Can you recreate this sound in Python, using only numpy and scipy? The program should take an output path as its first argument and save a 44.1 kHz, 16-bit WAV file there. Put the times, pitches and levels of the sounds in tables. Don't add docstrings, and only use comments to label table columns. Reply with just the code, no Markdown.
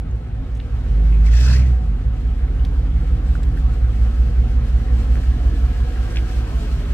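import sys
import numpy as np
from scipy import signal
from scipy.fft import rfft, irfft, next_fast_len
from scipy.io import wavfile
from scipy.ndimage import uniform_filter1d

SR = 44100
rng = np.random.default_rng(int(sys.argv[2]) if len(sys.argv) > 2 else 0)


def how_loud(loudness_db):
    steps = np.asarray(loudness_db, float) / 20
    return 10 ** steps


def persist_wave(psi):
    counts = np.round(np.clip(psi, -1, 1) * 32767).astype(np.int16)
    wavfile.write(sys.argv[1], SR, np.atleast_2d(counts).T)


N = 305613

# t/s, speed/rpm
CRANK_SPEED = [(0.0, 718.9), (0.22, 587.2), (0.7, 615.2), (1.0, 788.9), (1.22, 795.7), (1.46, 944.8),
               (1.67, 957.9), (2.02, 616.2), (2.56, 696.9), (3.53, 691.3), (3.87, 636.0), (4.6, 670.9),
               (5.03, 657.6), (5.48, 698.7), (6.18, 624.8), (6.66, 688.0), (6.77, 677.5), (6.93, 694.3)]
# t/s, load (-1 coasting, 0 idle, 1 throttle pressed)
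ENGINE_LOAD = [(0.2, -0.68), (0.3, -1.3), (0.4, 0.17), (0.7, -0.36), (0.92, 0.27), (1.35, 0.55),
               (1.5, 1.04), (1.7, 0.84), (1.8, -0.59), (1.9, 0.17), (2.0, 0.098), (6.9, -0.22)]
# t/s, nearness to tail pipe/dB, nearness to bonnet/dB
WALK_PAST = [
    (0.1, -9.5, -13),
    (0.55, -13.5, -12),
    (0.85, -6.5, -8.5),
    (2.15, -9, -9),
    (2.5, -5.5, -8),
    (3.6, -4, -6),
    (5.6, -2.5, -3),
    (6.05, -8.5, -2),
    (6.6, -6.5, -0.8),
    (6.9, -8.5, -2.5),
]
# t/s, level/dB
MOUTH_FACING = [
    (3.65, 0),
    (3.9, -5),
    (5.2, -9),
    (5.9, -11),
    (6.5, 0),
]
FIRST_FIRING = .42

CYLINDER_UNEVENNESS = [(0.42, 0.023), (0.56, -0.179), (-0.68, -0.127), (0.6, -0.147), (0.47, -0.246),
                       (-1.46, -0.164), (1.71, -0.096), (-1.2, -0.06)]
# t/s, length/s, level/dB
WEAK_CHARGES = [
    (.27, 0.021, -3.5),
    (0.49, 0.015, -2),
    (0.687, 0.013, -18),
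]
# f/Hz, width/Hz
SILENCER_MODE = (55.6, 18)
# f/Hz, width/Hz, drive by uneven puffs/dB, drive by common puffs/dB
PIPE_MODES = [(112.1, 14, -24.5, -41), (158.8, 12, -25, -28), (275.6, 16, -19, -15.5),
              (324, 10, -29, -17.5)]
# idle level/dB, rise under load/dB, swing as whole (+) or half (-) firing orders meet it/dB,
# share of nearness to tail, share of nearness to bonnet
PIPE_MODE_LEVELS = [(-34.5, 16, 0.5, 0.4, 0.35), (-49, 10.6, -1.1, 0.79, -1.24),
                    (-49.5, 3.7, -7.5, 0.24, 4), (-41, 12, -3, 0.071, 2.5)]
COMMON_DB, COMMON_NEAR, COMMON_LOAD_DB = -43.5, 0.45, 9.5
UNEVEN_DB, UNEVEN_LOAD_DB = -45.5, -5

PUFF_EDGES = [-7.5, 1.5, -1, -7, -4.5, -11, -20.5, -47]
# f/Hz, width/Hz, level/dB
MOUTH_MODES = [(159.2, 37, 6.5), (216, 77, 1.2), (292, 44, -4)]
BARK_DB, BARK_NEAR, BARK_LAG = -37, 0.98, 0.412

SINGING_ORDERS = [13, 16, 17, 18, 19, 20, 21, 21, 22, 23, 24, 27, 28, 39, 40, 43, 44, 48, 56, 57]
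# f/Hz, width/Hz, level/dB, share of nearness to bonnet
ORDER_RESONANCES = [(103, 8, -31, 0), (126, 18, -27, 0), (111, 7, -32, 0), (104, 7, -32, 0),
                    (110.5, 6, -38, 0), (110, 7, -32, 0), (110, 8, -27, 0), (120, 22, -38, -.6),
                    (110, 9, -28, 0), (112, 9, -30, 0), (159, 10, -30, 0), (156, 16, -33, 0),
                    (160, 14, -32, 0), (216, 10, -44, 0), (219, 10, -43, 0), (238, 8, -43, 0),
                    (240, 24, -41, .6), (276, 16, -41, -.2), (323, 9, -46, 1.2), (324, 7, -46, .3)]
PIPE_LAG = 1.1
FADE_IN_S, FADE_IN_DB = 0.3, -10

# t/s, moving throat f/Hz, air flow level/dB
THROTTLE_FLOW = [
    (1.24, 1870, -51),
    (1.266, 2280, -44.5),
    (1.306, 2200, -50.5),
    (1.326, 1940, -39),
    (1.466, 1530, -34.5),
    (1.5, 1550, -35.5),
    (1.57, 2080, -38.5),
    (1.625, 2240, -48),
    (1.85, 1830, -70.5),
]
# f/Hz, level per Hz/dB
AIR_SPECTRUM = [(530, -57), (900, -21), (1140, -39), (1610, -23), (2100, -32), (2540, 1), (2790, -9),
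                (4890, -5.5), (5320, -7), (7610, -15.5), (15600, -39.5)]
# f/Hz, width/Hz, level/dB
AIR_BOX_MODES = [(2560, 93, -3.5), (3100, 98, -6), (4260, 63, -0.5), (5170, 160, -3), (5950, 190, 3),
                 (7530, 190, -2)]
FULL_AIR_DB, THROAT_DB, THROAT_SHARE = -31, -23.5, 0.71

# f/Hz, width/Hz, level/dB
PANEL_MODES = [(214.3, 9.7, 0.5), (239.2, 11.2, -3), (262.6, 23.2, -3.5), (368.2, 32.6, -12)]
# f/Hz, width/Hz, level/dB
BRACKET_MODES = [(411.6, 62, 5), (481.4, 53, -2), (526.6, 39, 1.5), (732, 13, -14.5)]
# f/Hz, width/Hz, level/dB
COVER_MODES = [(1291, 33, 9), (1620, 25, -8), (2200, 44, -0.5), (2510, 170, -7), (3420, 56, -18.5)]
# f/Hz, width/Hz, level/dB
SHROUD_MODES = [(2330, 88, -4), (2590, 70, 2), (4230, 64, -1.5), (5200, 72, -16.5), (7740, 210, -7),
                (12500, 300, -16.5)]
# f/Hz, level per Hz/dB
BAY_SPECTRUM = [(350, -45), (600, -0.5), (729, -2.5), (880, -5.5), (990, 0), (1240, -4), (1430, -3.5),
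                (1630, -4), (1970, -7.5), (2600, -11.5), (3180, -13), (3840, -16), (4200, -19),
                (5460, -35.5), (9240, -120)]
# f/Hz, level per Hz/dB
FAN_SPECTRUM = [(1760, -7.5), (3000, 1), (3610, -4.5), (4200, -3), (4570, -4), (7000, -9), (7710, -10),
                (9940, -14.5), (12500, -18), (13500, -20), (15600, -20)]
# level/dB, share of nearness to bonnet, rise under load/dB, rise with air/dB
PANEL_GAIN = (-41, 0, 6, -4.5)
BRACKET_GAIN = (-45, 0.63, 4, 7.5)
BAY_GAIN = (-42, 0.75, 4, 7)
FAN_GAIN = (-46, 1.37, 3, 19.5)

# t/s, groan f/Hz, whine f/Hz, effort level/dB
STEERING = [
    (2.5, 749, 1760, -30.5),
    (5.2, 751.6, 1656, -10),
    (5.5, 709, 1720, -2),
    (6.1, 755, 1605, 0.5),
    (6.4, 748, 1574, -2),
    (6.65, 668, 1560, -15),
    (6.9, 576, 1520, -17),
]
# level/dB, width/Hz, share of the effort
GROAN_HOSE = (-49, 36, .05)
WHINE_HOSE = (-52, 90, 1.4)
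# level/dB, width/Hz, share of the effort
MOAN_HOSE = (-46, 36.3, 0.061)
MOAN_RATIO = 0.6443
HIDDEN_DB = -5.5

# t/s, ring level/dB, ring f/Hz, snap level/dB, length/ms
RINGING_STONES = [(1.117, -36, 2460, -56, 28), (2.478, -42.5, 2070, -60, 6.3), (2.595, -39, 2770, -64, 1.1),
                  (3.352, -26.5, 1420, -45, 0.83), (3.4315, -37, 7400, -39.5, 1.7),
                  (3.436, -42, 1660, -43.5, 1.2), (3.4515, -53, 12800, -58.5, 0.9),
                  (3.569, -38, 1750, -46, 7.7), (3.586, -41, 1700, -46.5, 4.8),
                  (4.683, -40, 1630, -44.5, 2.3), (.110, -48, 6750, -60, 2.6)]
# t/s, ring level/dB, ring f/Hz, snap level/dB, length/ms
CRUNCHING_GRIT = [(.51, -56, 5000, -64, 25), (.548, -52, 6000, -50, 9), (0.563, -47, 2600, -60, 10),
                  (.568, -53, 7000, -57, 8), (0.594, -41, 2100, -60, 4), (0.6008, -30, 2600, -60, .9),
                  (0.6105, -41, 2500, -62, 3), (2.6492, -36, 3200, -46, 1.5), (2.6501, -29, 3600, -36, .5),
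                  (2.6525, -40, 4800, -48, 1.5), (2.6564, -36, 2200, -42, 0.3),
                  (3.4315, -38, 3800, -60, 1.5), (3.4365, -39, 3200, -60, 1.5),
                  (3.352, -45, 5200, -60, 1.5)]
# t/s, ring level/dB, ring f/Hz, snap level/dB, length/ms
CAR_GRIT = [(5.1553, -26.5, 1700, -34, 0.41), (5.1685, -31, 1300, -41, 0.56),
            (5.1745, -30, 1200, -43.5, 0.54), (5.235, -32, 1500, -45, 1.3), (6.1, -40, 5500, -50, 12),
            (6.111, -36, 1900, -45, 2.7), (6.12, -46, 7000, -47.5, 7.1), (6.1584, -21, 2400, -50, 0.35),
            (6.16, -33, 4800, -57, 4.5), (6.1695, -18, 2440, -68, 1.2), (6.1715, -27, 2600, -53, 2.7),
            (6.178, -26, 2000, -48, 0.87), (6.182, -29, 2700, -54, 4.6), (6.189, -35, 2500, -50, 1.5)]
STONE_WIDTH, GRIT_WIDTH = .38, 1.2
CAR_LAG, GROUND_SHARE = 4, .4

# f/Hz, level per Hz/dB
STREET_SPECTRUM = [(22, -6), (35, -9.5), (90, -8), (140, -15), (190, -28.5), (400, -41), (900, -36.5)]
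STREET_DB = -30
# f/Hz, left-right likeness
PORT_LIKENESS = [(60, 0.98), (250, 0.92), (640, 0.78), (1400, 0.81), (3000, 0.31), (4500, 0.21),
                 (7000, 0.12), (14000, 0.14)]
# f/Hz, left minus right level/dB
PORT_TILT = [(50, 0), (110, -0.5), (200, 2.5), (380, 0.5), (700, 1), (1290, 0.5), (2380, 0.0), (4400, 1.5),
             (8120, 1.5), (15000, 3)]
# f/Hz, left lead/rad
PORT_LEAD = [(30, 0.065), (60, 0.08), (125, 0.2), (250, 0.3), (500, 0.69), (1000, 1.99), (1400, 0.44),
             (2100, 1.04), (4500, 3.06), (7000, 4.1), (11000, 4.4), (15000, 5.3)]


def evened(x):
    return x / np.sqrt(np.mean(x ** 2) + 1e-20)


def smooth(x, size):
    return uniform_filter1d(x, size=size, axis=-1)


def wander(size):
    return evened(smooth(rng.standard_normal(N), size))


def read(points, hz):
    f, value = np.transpose(points)
    return np.interp(np.log(hz + 1), np.log(f + 1), value)


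def curves(rows):
    s, *columns = np.transpose(rows)
    return [np.interp(np.arange(N) / SR, s, c) for c in columns]


def ring(x, hz, width):
    b, a = signal.iirpeak(hz, hz / width, SR)
    return signal.lfilter(b, a, signal.lfilter(b, a, x))


def modes(x, table):
    return evened(sum(how_loud(db) * ring(x, hz, width) for hz, width, db in table))


def glide(x, hz, width):
    turn = np.exp(2j * np.pi * np.cumsum(hz) / SR)
    r = np.exp(-np.pi * width / SR)
    b, a = [1 - r], [1, -r]
    return evened((turn * signal.lfilter(b, a, signal.lfilter(b, a, x / turn))).real)


def noise(spectrum, patchy_db):
    frames = (N // 128 + 5) // 4
    hz = np.fft.rfftfreq(2048, 1 / SR)
    colour = how_loud(read(spectrum, hz)) * (hz > spectrum[0][0]) * (hz < spectrum[-1][0])
    patches = uniform_filter1d(rng.standard_normal((frames, 1025)), size=16, axis=1)
    patches = evened(uniform_filter1d(patches, size=5, axis=0))
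    z = rng.standard_normal((2, frames, 1025, 2)) @ [1, 1j]
    z = z * colour * how_loud(patchy_db * patches)
    return evened(signal.istft(z.transpose(0, 2, 1), nperseg=2048, noverlap=1536)[1][:, :N])


def pair(x, y, near=0):
    size = next_fast_len(N + 8192)
    hz = np.fft.rfftfreq(size, 1 / SR)
    padding = (4096, size - N - 4096)
    x, y = (rfft(np.pad(v, padding, "reflect", reflect_type="odd")) for v in (x, y))
    same = np.clip(read(PORT_LIKENESS, hz), 0, 1) ** (1 - near)
    right = same * x * np.exp(-1j * read(PORT_LEAD, hz)) + np.sqrt(1 - same ** 2) * y
    tilt = how_loud(read(PORT_TILT, hz) / 2)
    return irfft(np.array([x * tilt, right / tilt]), size)[:, 4096:N + 4096]


def firings():
    return FIRST_FIRING + np.cumsum(curves(CRANK_SPEED)[0] / 15) / SR


def exhaust(scatter=.06, wobble=.02, swirl=.22):
    turned = firings()
    count = np.arange(1, int(turned[-1]))
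    extra, lag = np.transpose(CYLINDER_UNEVENNESS)[:, count % 8]
    (effort,), (tail_db, bonnet_db) = curves(ENGINE_LOAD), curves(WALK_PAST)
    common_db = COMMON_DB + COMMON_NEAR * tail_db + COMMON_LOAD_DB * effort
    uneven_db = UNEVEN_DB + tail_db + UNEVEN_LOAD_DB * abs(effort)
    rate = curves(CRANK_SPEED)[0] / 15

    even, uneven = np.zeros((2, N))
    chance = rng.standard_normal((len(count), 2))
    even[np.searchsorted(turned, count)] = 1 + wobble * chance[:, 0]
    uneven[np.searchsorted(turned, count + lag)] = extra + scatter * chance[:, 1]
    puff, swell = np.hanning(401), np.hanning(901)
    puffs = signal.oaconvolve(even * how_loud(common_db), swell / swell.sum(), "same")
    puffs += signal.oaconvolve(uneven * how_loud(uneven_db), puff / puff.sum(), "same")

    lead_in = how_loud(8.5) * puffs[:7300]
    out = how_loud(1.5) * SR * ring(np.r_[lead_in, puffs], *SILENCER_MODE)[7300:]
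    t = np.arange(N) / SR
    out *= how_loud(sum(db * np.exp(-((t - s) / length) ** 2) for s, length, db in WEAK_CHARGES))

    common_lead = how_loud(common_db - uneven_db)
    gas = how_loud(-19.0) * swirl * rng.standard_normal(N)
    for mode, levels in zip(PIPE_MODES, PIPE_MODE_LEVELS):
        hz, width, uneven_share_db, even_share_db = mode
        idle_db, load_db, swing_db, tail, bonnet = levels
        mode_db = idle_db + load_db * np.maximum(effort, 0) + swing_db * np.cos(2 * np.pi * hz / rate)
        mode_db += tail * tail_db + bonnet * bonnet_db
        mode_db += curves(MOUTH_FACING)[0] * (150 < hz < 170) / 2
        drive = how_loud(uneven_share_db) * evened(uneven) + how_loud(even_share_db) * common_lead * evened(even)
        tone = ring(drive + gas, hz, width)
        out += how_loud(mode_db) * tone / np.sqrt(smooth(tone ** 2, SR // 3) + 1e-12)
    return pair(out, out)


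def bark(scatter_db=2.0, jitter=.03):
    turned = firings()
    count = np.arange(1, int(turned[-1]) - 1)
    chance = rng.standard_normal((len(count), 2))
    at = np.searchsorted(turned, count + BARK_LAG + jitter * chance[:, 0])
    edges = np.zeros(N)
    edges[at] = how_loud(np.array(PUFF_EDGES)[count % 8] + scatter_db * chance[:, 1])
    out = how_loud(BARK_DB + BARK_NEAR * curves(WALK_PAST)[0]) * modes(edges, MOUTH_MODES)
    return pair(out, out)


def drone(level_db=-0.6, waver_db=1.2):
    cycle = 2 * np.pi * firings() / 8
    rate = curves(CRANK_SPEED)[0] / 120
    tail_db, bonnet_db = curves(WALK_PAST)
    out, (facing_db,) = np.zeros(N), curves(MOUTH_FACING)
    fade_in_db = FADE_IN_DB * np.clip(1 - np.arange(N) / SR / FADE_IN_S, 0, 1)
    wavers = evened(smooth(rng.standard_normal((len(SINGING_ORDERS), N // 100 + 1)), 50))
    for order, (hz, width, db, share), waver in zip(SINGING_ORDERS, ORDER_RESONANCES, wavers):
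        waver = waver_db * np.interp(np.arange(N) / 100, np.arange(len(waver)), waver)
        meet = 1 / (1 + (2 * (order * rate - hz) / width) ** 2)
        shade_db = fade_in_db * (hz > 130) + facing_db * (150 < hz < 170)
        gain = how_loud(level_db + shade_db + db + tail_db + share * bonnet_db + waver)
        out += gain * meet * np.sqrt(2) * np.cos(order * cycle - PIPE_LAG)
    return pair(out, out)


def intake(width=480, whistle_db=-12.5, horns_db=-8):
    hz, air_db = curves(THROTTLE_FLOW)
    throat_db = THROAT_DB + THROAT_SHARE * (air_db - FULL_AIR_DB)
    gate = np.interp(np.arange(N) / SR, [1.22, 1.27, 1.62, 1.93], [0, 1, 1, 0])
    flutter = how_loud(wander(500))
    white = rng.standard_normal((2, N))
    throat = glide(white, hz * (1 + .035 * wander(900)), width)

    gusts = evened(smooth(rng.standard_normal((len(AIR_BOX_MODES), N // 100 + 1)), 8))
    gusts = how_loud(5.0 * smooth(np.repeat(gusts, 100, axis=1), 300))
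    n = 2 * SR
    drifts = 1 + .025 * evened(smooth(rng.standard_normal((len(AIR_BOX_MODES), n)), 2500))
    horns = np.zeros((2, n))
    for (f, w, db), gust, drift in zip(AIR_BOX_MODES, gusts, drifts):
        horns += how_loud(db) * gust[:n] * glide(white[:, :n], f * drift, 1.4 * w)
    horns = np.pad(evened(horns), ((0, 0), (0, N - n)))

    grain = how_loud(1.2 * wander(120))
    air = evened(grain * noise(AIR_SPECTRUM, 2.2)) + how_loud(horns_db) * horns
    whistle = how_loud(throat_db + whistle_db) * flutter ** 2 * throat
    return pair(*(gate * flutter * (how_loud(air_db) * air + whistle)), near=.5)


def bay_gain(setting):
    db, share, load_db, air_db = setting
    effort = np.maximum(curves(ENGINE_LOAD)[0], 0)
    air = how_loud(curves(THROTTLE_FLOW)[1] - FULL_AIR_DB)
    return how_loud(db + share * curves(WALK_PAST)[1] + load_db * effort + air_db * air)


def panels(shake):
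    return bay_gain(PANEL_GAIN) * modes(shake, PANEL_MODES) + bay_gain(BRACKET_GAIN) * modes(shake, BRACKET_MODES)


def bay_rattle(shake, throb=0.024):
    pulse = 1 + throb * np.cos(2 * np.pi * firings())
    return bay_gain(BAY_GAIN) * pulse * (noise(BAY_SPECTRUM, 1.85) + how_loud(-12.0) * modes(shake, COVER_MODES))


def fan_hiss(shake):
    flicker = how_loud(1.18 * wander(2500))
    shroud = how_loud(-13.0) * flicker ** 2.2 * modes(shake, SHROUD_MODES)
    return bay_gain(FAN_GAIN) * flicker * (noise(FAN_SPECTRUM, 0.73) + shroud)


def clatter(lope=0.12):
    shake = rng.standard_normal((2, N)) * (1 + lope * np.cos(2 * np.pi * firings() / 8 + 3.5))
    return pair(*(panels(shake) + bay_rattle(shake) + fan_hiss(shake)))


def pump():
    groan_hz, whine_hz, effort_db = curves(STEERING)
    shade_db = 0.89 * np.minimum(curves(WALK_PAST)[1] - HIDDEN_DB, 0)
    oil = rng.standard_normal((2, N))
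    out = np.zeros((2, N))
    hoses = (MOAN_RATIO * groan_hz, MOAN_HOSE), (groan_hz, GROAN_HOSE), (whine_hz, WHINE_HOSE)
    for hz, (db, width, share) in hoses:
        out += how_loud(db + share * effort_db + shade_db) * glide(oil, hz, width)
    return pair(*out)


def grit():
    out, t = np.zeros((2, N + 3000)), np.arange(3000) / SR
    kinds = ((RINGING_STONES, STONE_WIDTH, CAR_LAG), (CRUNCHING_GRIT, GRIT_WIDTH, 0), (CAR_GRIT, GRIT_WIDTH, CAR_LAG))
    for table, share, lag in kinds:
        for s, ring_db, hz, snap_db, ms in table:
            burst = rng.standard_normal((2, 3000)) * (np.exp(-1000 * t / ms) + .07 * np.exp(-t / .01))
            burst *= 1 - np.exp(-(4000 * t / ms) ** 2)
            burst[0, 6:11] -= np.hanning(7)[1:-1] * min(2.5, 2 / ms ** 2)
            burst[1] = np.roll(burst[0], lag) + GROUND_SHARE * burst[1]
            low = ring(ring(burst, hz, share * hz), hz, share * hz)
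            high = ring(burst, 5500, 12000)
            tick = how_loud(ring_db) * low / abs(low[0]).max() + how_loud(snap_db) * high / abs(high[0]).max()
            out[:, round(s * SR):][:, :3000] += tick
    return out[:, :N]


def street():
    return pair(*(how_loud(STREET_DB) * noise(STREET_SPECTRUM, 0.94)))


def scene():
    return exhaust() + bark() + drone() + intake() + clatter() + pump() + grit() + street()


def low_pass(x):
    return signal.sosfilt(signal.butter(12, 15710, fs=SR, output="sos"), x)


def record(dry):
    return low_pass(dry)


dry = scene()
out = record(dry)
persist_wave(out)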